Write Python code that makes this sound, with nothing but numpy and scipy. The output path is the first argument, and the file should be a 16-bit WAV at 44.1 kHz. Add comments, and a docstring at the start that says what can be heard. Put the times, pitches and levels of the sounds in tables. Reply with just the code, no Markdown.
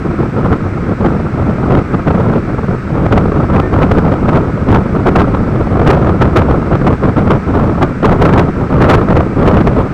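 """At the open window of a vehicle on a highway, a phone is held in the slipstream.
Turbulent gusts tumble over its microphone port: large eddies thump, small ones rush and spit,
and the hardest overload the input and crackle. Underneath are the broadband roar of the tyres,
the harmonic drone of the engine, one short faint squeak, and a thin hiss and whistle of air
at the window edge."""
import sys
import numpy as np
from scipy import signal
from scipy.fft import rfft, irfft, next_fast_len
from scipy.io import wavfile
from scipy.ndimage import uniform_filter1d

SR = 44100
rng = np.random.default_rng(int(sys.argv[2]) if len(sys.argv) > 2 else 0)


def put_to_file(sound):
    """Save the sound as 16-bit audio at rate SR, in the file named by the first command-line argument."""
    columns = np.atleast_2d(sound).T  # one column per channel
    safe = np.clip(columns, -1, 1)
    whole_steps = np.round(safe * 32767)
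    wavfile.write(sys.argv[1], SR, whole_steps.astype(np.int16))


N = 437913

# Strength of the steady slipstream: t/s, level/dB
STEADY_FLOW = [(0, -25.5), (1.2, -24.5), (2.7, -24.5), (3.6, -22.5), (4.5, -21.5), (6.0, -20.5), (7.4, -22),
               (9.0, -21.5), (9.93, -20)]
# Lulls in which the flow lifts off the phone: centre t/s, length/s
FLOW_LULLS = [(0.314, 0.029), (0.976, 0.07), (1.296, 0.034), (1.895, 0.017), (2.404, 0.092), (2.8, 0.091),
              (4.155, 0.02), (4.914, 0.027), (6.96, .05), (7.138, 0.067), (7.425, .05), (8.006, 0.11),
              (8.533, 0.039), (9.312, 0.042), (9.898, 0.098)]
# Gusts that break over the phone: start t/s, length/s, level/dB
FLOW_GUSTS = [(0.017, 0.091, -24), (0.182, 0.067, -19), (0.344, 0.13, -21), (0.498, 0.08, -18),
              (0.61, 0.052, -23), (0.859, 0.066, -19), (1.003, 0.17, -18), (1.375, 0.14, -19),
              (1.679, .13, -13), (1.925, 0.065, -24.5), (2.066, 0.11, -16.5), (2.195, 0.2, -15.5),
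              (2.681, 0.071, -20.5), (2.942, 0.13, -21.5), (3.118, 0.069, -8.5), (3.215, 0.064, -16),
              (3.359, 0.095, -15), (3.496, .11, -12.5), (3.727, .14, -11), (3.91, 0.23, -16),
              (4.272, 0.16, -19), (4.683, 0.099, -7.5), (4.946, 0.014, -14), (5.056, 0.056, -12),
              (5.158, 0.073, -9), (5.24, 0.1, -22.5), (5.554, 0.055, -14.5), (5.712, 0.056, -10.5),
              (5.794, 0.2, -13.5), (6.01, 0.15, -15), (6.2, .1, -14.5), (6.357, 0.064, -10),
              (6.45, 0.1, -20.5), (6.713, 0.045, -6), (6.84, .11, -14), (7.023, 0.09, -15),
              (7.166, 0.05, -7), (7.256, .12, -14), (7.486, 0.256, -17.5), (7.811, 0.034, -9.5),
              (8.03, .12, -9.5), (8.186, 0.266, -11.5), (8.721, 0.28, -10), (9.084, 0.12, -11.5),
              (9.36, 0.26, -12), (9.649, 0.075, -19.5), (9.766, .05, -12.5)]
# Sharp eddies hitting the port head-on; each wind band takes a share of the level: t/s, level/dB
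EDDY_BLASTS = [(0.529, 27), (1.065, 24), (1.495, 12), (1.722, 12), (1.951, 20), (2.081, 22.5), (3.065, 15),
               (3.13, 17), (3.182, 16), (3.565, 16), (3.832, 23), (3.923, 23.5), (3.987, 22), (4.294, 28),
               (4.357, 27), (4.718, 21), (4.753, 19), (5.084, 19), (5.198, 27), (5.352, 21), (5.879, 39),
               (5.907, 26), (6.226, 27), (6.371, 33), (6.393, 13), (6.51, 21), (6.733, 8), (6.875, 19),
               (6.936, 20), (7.316, 17), (7.629, 14), (7.832, 23), (8.058, 21), (8.133, -0.5), (8.223, 19),
               (8.245, 10), (8.262, 15), (8.335, 12), (8.393, 38), (8.818, 25), (8.904, 35), (8.947, 23),
               (9.173, 16), (9.48, 23), (9.586, 14), (9.615, 14), (9.677, 25), (9.785, 6.5)]
# Spectrum of the large eddies: f/Hz, relative level/dB
BUFFET_SPECTRUM = [(12, -32.5), (25, -5), (45, -6), (80, -0.5), (140, -0.5), (230, -4), (330, -7.5),
                   (500, -15.5), (900, -40.5)]
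# Spectrum of the small eddies: f/Hz, relative level/dB
RUSH_SPECTRUM = [(120, -30.5), (280, -3), (420, -0.5), (600, -3.5), (900, -9.5), (1150, -9.5), (1320, -8),
                 (1600, -23.5), (2200, -46.5), (3200, -38.5), (6000, -57), (15000, -61)]
# Spectrum of the finest eddies: f/Hz, relative level/dB
TEAR_SPECTRUM = [(600, -16), (1400, 17), (3300, -4.5), (4500, -19.5), (8000, -27), (15000, -41)]
# Spectrum of the tyres' roar: f/Hz, relative level/dB
TYRE_SPECTRUM = [(25, -4.5), (70, -5), (220, 2.5), (450, -13.5), (650, -19), (880, -17.5), (1100, -12.5),
                 (1500, -9.5), (1800, -15.5), (2300, -17.5), (3100, -32), (5600, -35.5), (6900, -42),
                 (8100, -38.5)]
# Engine orders: multiple of the firing rate, rms level/dB
ENGINE_ORDERS = [(1, -48.5), (2, -29.5), (3, -31.5)]
# Whistle of air at the window edge: t/s, f/Hz, rms level/dB
EDGE_WHISTLE = [(0, 10550, -75), (1.0, 10550, -74), (2.1, 11600, -73), (2.9, 11450, -74), (4.0, 11200, -74),
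                (5.6, 10300, -70), (6.5, 10200, -88)]


def wind(buffet_db=1.5, rush_db=-1.5, tear_db=-27.0, swirl_hz=24, flutter_hz=55, spit_hz=110):
    """Turbulent cascade: large eddies thump and shed small ones, which grow faster with the flow."""
    gust_db, blast_db = flow_level(), blast_level()
    flow_db = gust_db + 3.0 * drift(swirl_hz)
    large_db = 0.7 * flow_db + 0.46 * blast_db
    small_db = flow_db + 3.5 * drift(flutter_hz) + 0.53 * blast_db
    finest_db = gust_db + 4.5 * drift(spit_hz) + 0.76 * blast_db
    buffet = eddies(BUFFET_SPECTRUM, span_s=0.066) * from_db(buffet_db + large_db)
    rush = eddies(RUSH_SPECTRUM, span_s=0.021) * from_db(rush_db + small_db)
    tear = noise(TEAR_SPECTRUM) * from_db(tear_db + finest_db)   # bright edge of the hard blasts
    return buffet + rush + tear


def flow_level(lull_db=-9, rise_s=0.014, fall_s=0.039):
    """Incoherent addition: the powers of the gusts and the sagging slipstream sum to one level in dB."""
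    t = seconds()
    (steady_db,) = in_time(STEADY_FLOW)
    sag_db = lull_db * sum(bell(centre, length) for centre, length in FLOW_LULLS)
    power = from_db(steady_db + sag_db) ** 2
    for start, length, db in FLOW_GUSTS:
        rise = 0.5 + (t - start) / rise_s
        fall = 0.5 + (start + length - t) / fall_s
        envelope = np.clip(np.minimum(rise, fall), 0, 1)
        power += (from_db(db) * envelope) ** 2
    return 10 * np.log10(power)


def blast_level(build_s=0.018, break_s=0.012):
    """Impact pressure: each head-on eddy builds up a boost in dB, then breaks off more quickly."""
    t = seconds()
    return sum(db * bell(peak, np.where(t < peak, build_s, break_s)) for peak, db in EDDY_BLASTS)


def eddies(spectrum, span_s):
    """Stationary turbulence: noise divided by its running rms is even over times beyond span_s."""
    pressure, size = noise(spectrum), int(span_s * SR)
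    local_power = uniform_filter1d(uniform_filter1d(pressure ** 2, size), size)
    return pressure / np.sqrt(local_power + 1e-9)


def tyres(roar_db=-25, edge_hz=8530, ring_db=-37, ring_hz=1290):
    """Rolling noise: a broadband roar, with a narrow ringing band where the microphone port resonates."""
    roar = from_db(roar_db) * lowpass(noise(TYRE_SPECTRUM), edge_hz, order=16)
    port_ring = from_db(ring_db) * narrow_noise(ring_hz, width_hz=90)
    return roar + port_ring


def engine(firing_hz=64.86, waver=0.015):
    """Periodic excitation: firing at cruising speed gives harmonics of a slightly wavering rate."""
    phase = phase_of(firing_hz * (1 + waver * drift(5.5)))
    return sum(np.sqrt(2) * from_db(db) * np.sin(order * phase) for order, db in ENGINE_ORDERS)


def squeak(at_s=3.65, width_s=0.038, hz=1803, peak_db=-28.0):
    """Amplitude modulation: a Gaussian envelope shapes a nearly pure tone into one short squeak."""
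    phase = phase_of(hz * (1 + 0.0011 * drift(27)))
    envelope = np.exp(-((seconds() - at_s) / width_s) ** 2)
    return from_db(peak_db) * envelope * np.sin(phase)


def window_air(hiss_db=-61.5):
    """Aerodynamic noise: air passing the window edge gives a faint hiss and a thin whistle."""
    whistle_hz, whistle_db = in_time(EDGE_WHISTLE)
    hiss = from_db(hiss_db) * rng.standard_normal(N)
    whistle = from_db(whistle_db) * narrow_noise(whistle_hz, width_hz=600)
    return hiss + whistle


def noise(spectrum):
    """Spectral shaping: coloured noise of rms 1, falling 12 dB per octave beyond the last point."""
    size = next_fast_len(N)
    hz = np.maximum(np.arange(size // 2 + 1) * SR / size, 1)
    points_hz, db = np.transpose(spectrum)
    gain = from_db(np.interp(np.log(hz), np.log(points_hz), db))
    rolloff = np.minimum(points_hz[-1] / hz, 1) ** 2
    white = rfft(rng.standard_normal(size))
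    return rms_one(irfft(white * gain * rolloff, size)[:N])


def narrow_noise(hz, width_hz):
    """Quadrature modulation: a noise band of rms 1 round a steady or moving centre."""
    phase = phase_of(hz)
    return rms_one(drift(width_hz / 2) * np.cos(phase) + drift(width_hz / 2) * np.sin(phase))


def drift(hz):
    """Low-passed noise: a random wander of rms 1."""
    return rms_one(lowpass(rng.standard_normal(N + SR), hz, order=2)[SR:])


def lowpass(x, hz, order):
    """Maximally flat low-pass filter."""
    return signal.sosfilt(signal.butter(order, hz, fs=SR, output="sos"), x)


def phase_of(hz):
    """Phase as the time integral of frequency."""
    return 2 * np.pi * np.cumsum(hz * np.ones(N)) / SR


def bell(centre_s, length_s):
    """Gaussian swell of height 1."""
    return np.exp(-2 * ((seconds() - centre_s) / length_s) ** 2)


def in_time(rows):
    """Linear interpolation of a table's columns over time."""
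    times, *columns = np.transpose(rows)
    return [np.interp(seconds(), times, column) for column in columns]


def seconds():
    """Time of every sample."""
    return np.arange(N) / SR


def from_db(db):
    """Level to amplitude ratio."""
    return 10 ** (np.asarray(db) / 20)


def rms_one(x):
    """Normalisation to unit rms."""
    return x / np.sqrt(np.mean(x ** 2) + 1e-20)


def scene():
    """Superposition: wind on the port adds to the sounds of the ride in one channel."""
    return (wind() + tyres() + engine() + squeak() + window_air())[None]


def record(dry, ceiling=0.66, release_db_per_ms=25.5, knee=13.4, soften_hz=9000, cutoff_hz=15900):
    """Overload: a very fast limiter flattens the gusts; filters round the corners and cut the top."""
    drive = signal.resample_poly(dry, 2, 1, axis=-1) / ceiling   # oversampled against aliasing
    drive_db = 20 * np.log10(np.abs(drive) + 1e-9)
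    ms = 1000 * np.arange(2 * N) / (2 * SR)
    fall_db = release_db_per_ms * ms
    held_peak = from_db(np.maximum.accumulate(drive_db + fall_db, axis=-1) - fall_db)
    limited = ceiling * drive / (1 + held_peak ** knee) ** (1 / knee)
    pole = np.exp(-2 * np.pi * soften_hz / SR)
    softened = signal.lfilter([1 - pole], [1, -pole], signal.resample_poly(limited, 1, 2, axis=-1))
    return signal.sosfilt(signal.ellip(10, 0.1, 80, cutoff_hz, fs=SR, output="sos"), softened)


dry = scene()
out = record(dry)
put_to_file(out)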